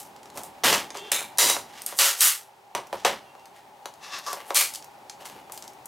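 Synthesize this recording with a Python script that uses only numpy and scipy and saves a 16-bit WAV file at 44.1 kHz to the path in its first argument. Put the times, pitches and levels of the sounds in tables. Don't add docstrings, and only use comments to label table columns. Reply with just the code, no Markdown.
import sys
import numpy as np
from scipy import signal
from scipy.fft import rfft, irfft
from scipy.io import wavfile

SR = 44100
rng = np.random.default_rng(int(sys.argv[2]) if len(sys.argv) > 2 else 0)


def put_to_file(sound):
    columns = np.atleast_2d(sound).T
    safe = np.clip(columns, -1, 1)
    whole_steps = np.round(safe * 32767)
    wavfile.write(sys.argv[1], SR, whole_steps.astype(np.int16))


N = 258942

# f/Hz, level/dB
HUM_SPECTRUM = [(15, -85.5), (25, -53), (53, -35), (130, -17), (285, -23.5), (335, -22), (384, -9.5),
                (476, -20), (560, -11), (677, -12), (818, -1.5), (1040, -14.5), (1440, -21), (11600, -35.5),
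                (16000, -37.5)]
FILM_SPECTRUM = [(710, -6), (1160, 7.5), (1430, 0.5), (2560, -5), (2760, -1.5), (3870, -4), (8910, 2.5),
                 (13600, -0.5), (16000, -10)]
# f/Hz, side against mid/dB
HUM_WIDTH = [(60, -22), (150, -13), (380, -5), (950, -10.5), (2380, 0.5), (5980, -13.5), (15000, -45.5)]
ROOM_WIDTH = [(60, -23), (200, -2), (600, -11.5), (1600, -7.5), (5000, -31.5), (15000, -57.5)]
# f/Hz, T60/s
ROOM_DECAY = [(100, 0.079), (1000, 0.23), (5000, 0.21), (16000, 0.21)]
# t/s, level/dB
HUM_COURSE = [(0.0, -51.5), (0.8, -49), (1.6, -49), (2.16, -54), (2.68, -55), (2.97, -50), (3.6, -53.5),
              (4.2, -51.5), (5.87, -50)]
RUMBLE_COURSE = [(0.0, -58.5), (1.9, -60), (2.05, -85.5), (2.7, -83.5), (2.8, -67), (3.6, -66.5),
                 (5.87, -61)]
# t/s, left minus right/dB
BALANCE = [(0.0, 0.1), (3.2, 0), (3.998, 2.2), (4.8, 0.6), (5.87, 2)]
# t/s, rise/s, hold/s, level/dB
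FLOOR_THUDS = [(0.295, 0.085, .01, -48.5), (0.636, 0.019, 0.12, -34), (1.114, .02, 0.034, -47),
               (1.38, 0.072, 0.14, -45), (1.845, .09, .005, -61), (2.735, 0.024, .003, -46.5),
               (2.911, 0.021, 0.0088, -45.5), (3.038, 0.018, 0.071, -42.5), (5.204, 0.15, .02, -53)]
# f/Hz, level/dB, start/s, end/s
THIN_TONES = [(400, -49, 0.956, 1.095), (2750, -54.5, 0.967, 1.112), (3220, -51, 0.963, 1.11),
              (3521, -53, 0.954, 1.107), (3200, -69, 3.249, 3.326), (2765, -66, 3.227, 3.47)]
# f/Hz, width/Hz, level/dB
BLADE_MODES = [(2050, 85, -4.5), (3700, 36, -2), (3890, 91, -1), (4770, 120, 1.5), (5880, 160, -6.5),
               (6600, 40, -9), (6950, 23, -8), (7210, 140, 4.5), (8770, 100, -15), (10650, 87, -9.5),
               (10500, 67, -4), (11700, 80, 2.5), (12000, 49, -8), (12600, 120, -4.5)]
HANDLE_MODES = [(2310, 110, -3.5), (3650, 95, 3), (4090, 66, 0), (5080, 94, -8), (6400, 130, -7),
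                (7280, 90, 4), (8700, 52, -4), (11100, 160, -1), (12800, 80, -5.5)]
STICKER_MODES = [(1730, 130, 10), (2680, 160, 12), (3460, 460, 5.5), (5370, 1800, 9.5)]
TAUT_STRIP_MODES = [(2300, 180, 9.5), (4360, 350, 12), (6940, 3100, -14)]
# f/Hz, width before widening/Hz, level/dB
BOX_MODES = [(398, 118, -4.5), (563.6, 36.5, 8), (713, 107, -1), (899, 33.3, 5.5), (925.4, 20, 7.5),
             (1106, 297, 0)]
PANEL_MODES = [(1110, 75, 10), (527, 330, 2)]
# t/s, rise/s, hold/s, level/dB, dull/dB, treble/dB, box/dB
TEARS = [(0.0, 0.00076, .001, -47, -5.5, 8, -3), (0.636, 0.0046, 0.07, -22, 4, 1, 2),
         (0.726, 0.0013, 0.011, -24.5, 1.5, -1.5, 1), (0.943, 0.0021, 0.04, -44.5, 2.5, -5, -1),
         (1.864, 0.0022, .07, -45.5, 3, 5.5, 0), (1.986, 0.0042, 0.1, -19, -0.5, 2, -11.5),
         (2.203, 0.016, 0.066, -21.5, 0, 8.5, -18.5), (2.749, 0.00092, .003, -39, -4, -15.5, 12.5),
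         (2.928, 0.0015, .01, -46.5, -8, 0, 18.5), (3.047, 0.0016, .008, -26.5, 4, -4, 8),
         (3.855, 0.0017, .002, -57, -13, -9.5, 9), (4.506, 0.0052, .018, -51.5, -9, -5, 9)]
FILM_RUSTLES = [(0.34, .038, .003, -39.5, -23, 0.5, 7), (0.41, .03, 0.02, -55, -6, 10, 9.5),
                (1.03, 0.017, 0.044, -54.5, 9.5, -6, -8), (1.62, 0.17, 0.01, -48, 4, -4, -6),
                (1.825, .01, 0.028, -60, 7, 16, -10), (1.95, .035, .003, -40.5, -8, 14, -7),
                (2.15, 0.054, .003, -34.5, -4, 8, -12), (2.95, 0.026, 0.2, -50.5, -0.5, -12, -6),
                (3.53, .03, .03, -64.5, 10, 4, 4), (4.35, .02, 0.054, -58, 12, 9, 17.5),
                (4.44, 0.083, .003, -55.5, 13, 19, 15), (4.73, 0.0086, 0.0043, -40, -18, -4, -30),
                (5.19, 0.021, .003, -51, 2, 0, 9), (5.245, 0.011, 0.0064, -44, 1, 3, -7),
                (5.265, 0.011, 0.13, -61.5, 12, 7.5, 13.5), (5.518, .004, 0.047, -54, -5, 7, 2),
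                (5.62, 0.0035, 0.024, -57, -3, -1, 7)]
HANDLE_TOUCH = [(1.116, 0.00069, 0.071, -33.5, 8, 9, -1)]
BLADE_SKID = [(1.383, 0.0044, 0.13, -19, -4, 1, -6)]
STICKER_RIP = [(4.543, 0.015, .05, -22, 0.4, 6.3, -11.5)]
# the stroke columns, then slip rate/Hz, share of distinct slips/0-1
GLUE_PEEL = [(4.005, 0.031, 0.068, -47.5, 5, -2, 2, 320, 0.3),
             (4.085, .05, .052, -39, 2.5, -7, 1.5, 270, 0.76),
             (4.2, 0.047, 0.011, -48.5, 0, -2, -7, 325, 0.97),
             (4.262, 0.002, 0.077, -39.5, -2.5, 2, 9.5, 310, 0.03)]
# t/s, level before the mix/dB, relative treble/dB, relative box/dB
CRACKS = [(0.163, -29, -10, -14), (0.231, -30, -6, -16), (0.2568, -27.5, -14, -12),
          (0.3012, -28.5, -7, -15), (0.374, -21, 4, -4.5), (0.4344, -31.5, 15.5, -21),
          (0.636, -6.5, -16, -8), (0.7285, 0, -16, -10), (0.9044, -15, -22, -15.5), (0.952, -39, -7, 17.5),
          (0.971, -15, -8, -22), (1.1183, -1.5, 3, -17.5), (1.214, -43, -15, 19.5), (1.374, -17.5, -5, -24),
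          (1.3836, -5.5, 10.5, -30), (1.499, -4, 7, -9.5), (1.5661, -17.5, -20, 1.5),
          (1.8188, -21.5, 7.5, -30), (1.863, -19, 17, -22), (1.9248, -27, -17, 4), (1.9884, 2.5, -7, -55),
          (2.2071, 2, 2.5, -40), (2.212, -5.5, -0.5, -40.5), (2.75, -9, -6, -3), (2.765, -33, -12, 9),
          (2.87, -32, 3, -17), (2.9287, -28.5, -1, 13), (3.049, 1, -15, -6.5), (3.069, -21, -14.5, -2),
          (3.352, -54.5, -12.5, 22), (3.3957, -39, -5.5, -11), (3.456, -31.5, 0, -13),
          (3.857, -17, -4.5, -5), (3.939, -31, -5, -20), (4.188, -33.5, 12.5, -29), (4.2644, -28, -14, -11),
          (4.33, -17.5, 6.5, -2), (4.506, -22, -10, 10), (4.5458, -20, 21, -30), (4.738, -22, 6, -27),
          (4.7482, -15.5, 0, -28), (4.7572, -15.5, 0, -32), (4.8247, -24, -7, -22), (4.8438, -30, 5, -8),
          (5.097, -14.5, -13, -28), (5.2588, -28, -8, -6), (5.2982, -27, -5, -5), (5.4984, -57.5, -8, 28.5),
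          (5.521, -27.5, 14, -16), (5.54, -36, 6, -16), (5.576, -19.5, 0, -18), (5.624, -20.5, -6, -29),
          (5.641, -29, -8, -18), (5.678, -21, -6, -42), (5.733, -38, 5, -20), (5.8573, -39.5, 24, -19)]

RISE_DB, SAG_DB_PER_S = 20.5, 51
BURST_FALL_DB_PER_S, RUSTLE_FALL_DB_PER_S, PEEL_FALL_DB_PER_S = 233.5, 335.5, 493.5
LINGER_SHARES = (0.092, -.05, 0.12)
TIME = np.arange(N) / SR


def from_db(db):
    return 10 ** (np.asarray(db) / 20)


def rms_one(x):
    return x / np.sqrt(np.mean(x ** 2) + 1e-20)


def at_hz(points, hz):
    points = np.array(points)
    return np.interp(np.log(np.maximum(hz, 1)), np.log(points[:, 0]), points[:, 1])


def cut(x, hz, kind, order=2):
    return signal.sosfilt(signal.butter(order, hz, kind, fs=SR, output="sos"), x)


def coloured(x, spectrum):
    gains = from_db(at_hz(spectrum, np.linspace(0, SR / 2, 2049)))
    cepstrum = irfft(np.log(gains))
    cepstrum[1:2048] *= 2
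    cepstrum[2049:] = 0
    return signal.fftconvolve(x, irfft(np.exp(rfft(cepstrum))))[:N]


def resonate(x, modes, widen=1):
    out = 0
    for k, (hz, width, db) in enumerate(modes):
        r = np.exp(-np.pi * width * widen / SR)
        poles = [1, -2 * r * np.cos(2 * np.pi * hz / SR), r * r]
        out += (-1) ** k * from_db(db) * signal.lfilter([1 - r * r, 0, r * r - 1], poles, x + 1e-18)
    return out


def grains(per_s, spread_db=2.3):
    sizes = from_db(spread_db * np.minimum(rng.exponential(1, N), 4)) * rng.choice([-1, 1], N)
    return sizes * (rng.random(N) < per_s / SR)


def envelope(start, rise, hold, peak_db, fall_db_per_s):
    end = start + rise + hold + 50 / fall_db_per_s
    at = np.arange(round(start * SR), min(N, round(end * SR)))
    age = at / SR - start - rise
    held_db = peak_db + RISE_DB * np.minimum(age, 0) / rise - SAG_DB_PER_S * np.clip(age, 0, hold)
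    fallen_db = fall_db_per_s * np.maximum(age - hold, 0)
    return at, held_db - fallen_db, fallen_db


def strokes(*kinds):
    first_row = kinds[0][0][0]
    power, columns = np.full(N, 1e-20), np.zeros((len(first_row) - 4, N))
    for rows, fall_db_per_s in kinds:
        for row in rows:
            at, db, fallen_db = envelope(*row[:4], fall_db_per_s)
            weight = from_db(2 * db)
            power[at] += weight
            columns[:, at] += weight * np.array(row[4:])[:, None]
            columns[:3, at] += weight * np.outer(LINGER_SHARES, fallen_db)
    return 10 * np.log10(power), *(columns / power)


def voices(clicks, modes=BLADE_MODES, modes_db=-60, body=BOX_MODES):
    film = rms_one(coloured(clicks, FILM_SPECTRUM))
    film += from_db(modes_db) * rms_one(resonate(clicks, modes))
    dull = -cut(film, [1500, 3500], "band")
    middle = cut(film, [3500, 7000], "band")
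    treble = -cut(film, 7000, "high", order=3)
    box = rms_one(resonate(clicks, body, widen=1.34)) + .5 * rms_one(cut(clicks, [300, 1500], "band"))
    return dull, middle, treble, cut(box, 317, "high", order=4)


def mix(parts, dull_db, treble_db, box_db):
    dull, middle, treble, box = parts
    return from_db(dull_db) * dull + middle + from_db(treble_db) * treble + from_db(box_db) * box


def played(clicks, level_db, *parts_db, **sounding):
    return from_db(level_db) * mix(map(rms_one, voices(clicks, **sounding)), *parts_db)


def hum():
    mid, side = (coloured(noise, HUM_SPECTRUM) for noise in rng.standard_normal((2, N)))
    band_rms = np.sqrt(np.mean(cut(mid, [600, 1100], "band", order=4) ** 2))
    throb_db = 0.5 * rms_one(cut(rng.standard_normal(N), 30, "low"))
    level_db = np.interp(TIME, *np.transpose(HUM_COURSE)) + throb_db
    return from_db(level_db) * np.array([mid, coloured(side, HUM_WIDTH)]) / band_rms


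def room(x, first_wall_s=.003):
    age = np.arange(SR // 2) / SR
    tail = 0
    for low_hz in 80 * 2. ** np.arange(8):
        noise = cut(rng.standard_normal((2, len(age))), [low_hz, min(2 * low_hz, .45 * SR)], "band")
        tail += noise * from_db(-60 * age / at_hz(ROOM_DECAY, 1.7 * low_hz))
    tail *= age > first_wall_s
    mid, side = signal.fftconvolve(x[None], tail / np.linalg.norm(tail[0]), axes=1)[:, :N]
    return np.array([mid, coloured(side, ROOM_WIDTH)])


def floor_rumble(deep_db=-11):
    power = from_db(2 * np.interp(TIME, *np.transpose(RUMBLE_COURSE)))
    for thud in FLOOR_THUDS:
        at, db, _ = envelope(*thud, fall_db_per_s=147.5)
        power[at] += from_db(2 * db)
    low = rms_one(cut(rng.standard_normal(N), [180, 420], "band"))
    deep = rms_one(cut(rng.standard_normal(N), [65, 170], "band"))
    return np.sqrt(power) * rms_one(low + from_db(deep_db) * deep)


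def whistles(waver_hz=25, waver_db=3, fade_s=0.0091):
    out = 0
    for hz, db, start, end in THIN_TONES:
        swell = np.clip(np.minimum(TIME - start, end - TIME) / fade_s, 0, 1)
        pitch_drift, level_drift = map(rms_one, cut(rng.standard_normal((2, N)), 60, "low"))
        phase = 2 * np.pi * np.cumsum(hz + waver_hz * pitch_drift) / SR
        out += np.sqrt(2) * from_db(db + waver_db * level_drift) * swell * np.sin(phase)
    return out


def sticker_peel():
    *levels_db, per_s, share = strokes((GLUE_PEEL, PEEL_FALL_DB_PER_S))
    uneven = 0.094 * rms_one(cut(rng.standard_normal(N), 120, "low"))
    slip_count = np.floor(np.cumsum(per_s * np.exp(uneven) / SR))
    slips = np.diff(slip_count, prepend=0) * from_db(rng.normal(0, 2.5, N))
    slips *= np.sqrt(SR / np.maximum(per_s, 1))
    share = np.clip(share, 0, 1)
    clicks = share * slips + np.sqrt(1 - share ** 2) * rms_one(grains(8000, spread_db=2.9))
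    return played(clicks, *levels_db, modes=STICKER_MODES, modes_db=5, body=PANEL_MODES)


def sticker_rip():
    gesture = strokes((STICKER_RIP, BURST_FALL_DB_PER_S))
    return played(grains(per_s=3200), *gesture, modes=TAUT_STRIP_MODES, modes_db=-6.5)


def scissors_laid_down():
    skid = strokes((BLADE_SKID, BURST_FALL_DB_PER_S))
    touch = strokes((HANDLE_TOUCH, BURST_FALL_DB_PER_S))
    blades = played(grains(per_s=7000), *skid, modes_db=-4.5)
    handles = played(grains(per_s=4000, spread_db=5.1), *touch, modes=HANDLE_MODES, modes_db=-1.5)
    return blades + handles


def snaps(splinter_size=0.5, splinter_s=0.0028, hand_damping_s=0.014):
    length, burst_length = 2000, 600
    age = np.arange(length) / SR
    bursts = splinter_size * rng.standard_normal((len(CRACKS), burst_length))
    bursts *= np.exp(-age[:burst_length] / splinter_s)
    bursts[:, 0] = 1
    damping = np.exp(-age / hand_damping_s)
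    *film, box = [voice[:length] / abs(voice).max() * damping for voice in voices(signal.unit_impulse(N))]
    out = np.zeros(N + length + burst_length)
    for (start, db, treble_db, box_db), burst in zip(CRACKS, bursts):
        dull_db = -3 + .4 * box_db
        crack = mix([*film, 0], dull_db, treble_db, box_db)
        snap = signal.fftconvolve(burst / np.linalg.norm(burst), crack)
        snap[:length] += from_db(box_db) * box
        at = round(start * SR)
        out[at:at + len(snap)] += from_db(db) * snap
    return out[:N]


def tape_and_film():
    level_db, *parts_db = strokes((TEARS, BURST_FALL_DB_PER_S), (FILM_RUSTLES, RUSTLE_FALL_DB_PER_S))
    per_s = np.clip(6000 * from_db(.4 * (level_db + 22)), 1500, 6000)
    return played(grains(per_s) / np.sqrt(per_s), level_db, *parts_db)


def scene():
    rubbed = tape_and_film() + sticker_peel() + scissors_laid_down() + sticker_rip()
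    rubbed = cut(rubbed, 160, "high", order=3)
    struck = snaps()
    direct = from_db(-4.0) * rubbed + from_db(-4.5) * struck + whistles() + floor_rumble()
    mid, side = room(from_db(-13.5) * rubbed + from_db(-10) * struck) + hum()
    pan_db = np.interp(TIME, *np.transpose(BALANCE))
    return np.array([direct + mid + side, direct + mid - side]) * from_db([pan_db / 2, -pan_db / 2])


def record(dry, ceiling=.9, cutoff_hz=16200):
    rounded = ceiling * np.tanh(dry / ceiling)
    return signal.sosfilt(signal.cheby2(20, 50, cutoff_hz, fs=SR, output="sos"), rounded)


dry = scene()
out = record(dry)
put_to_file(out)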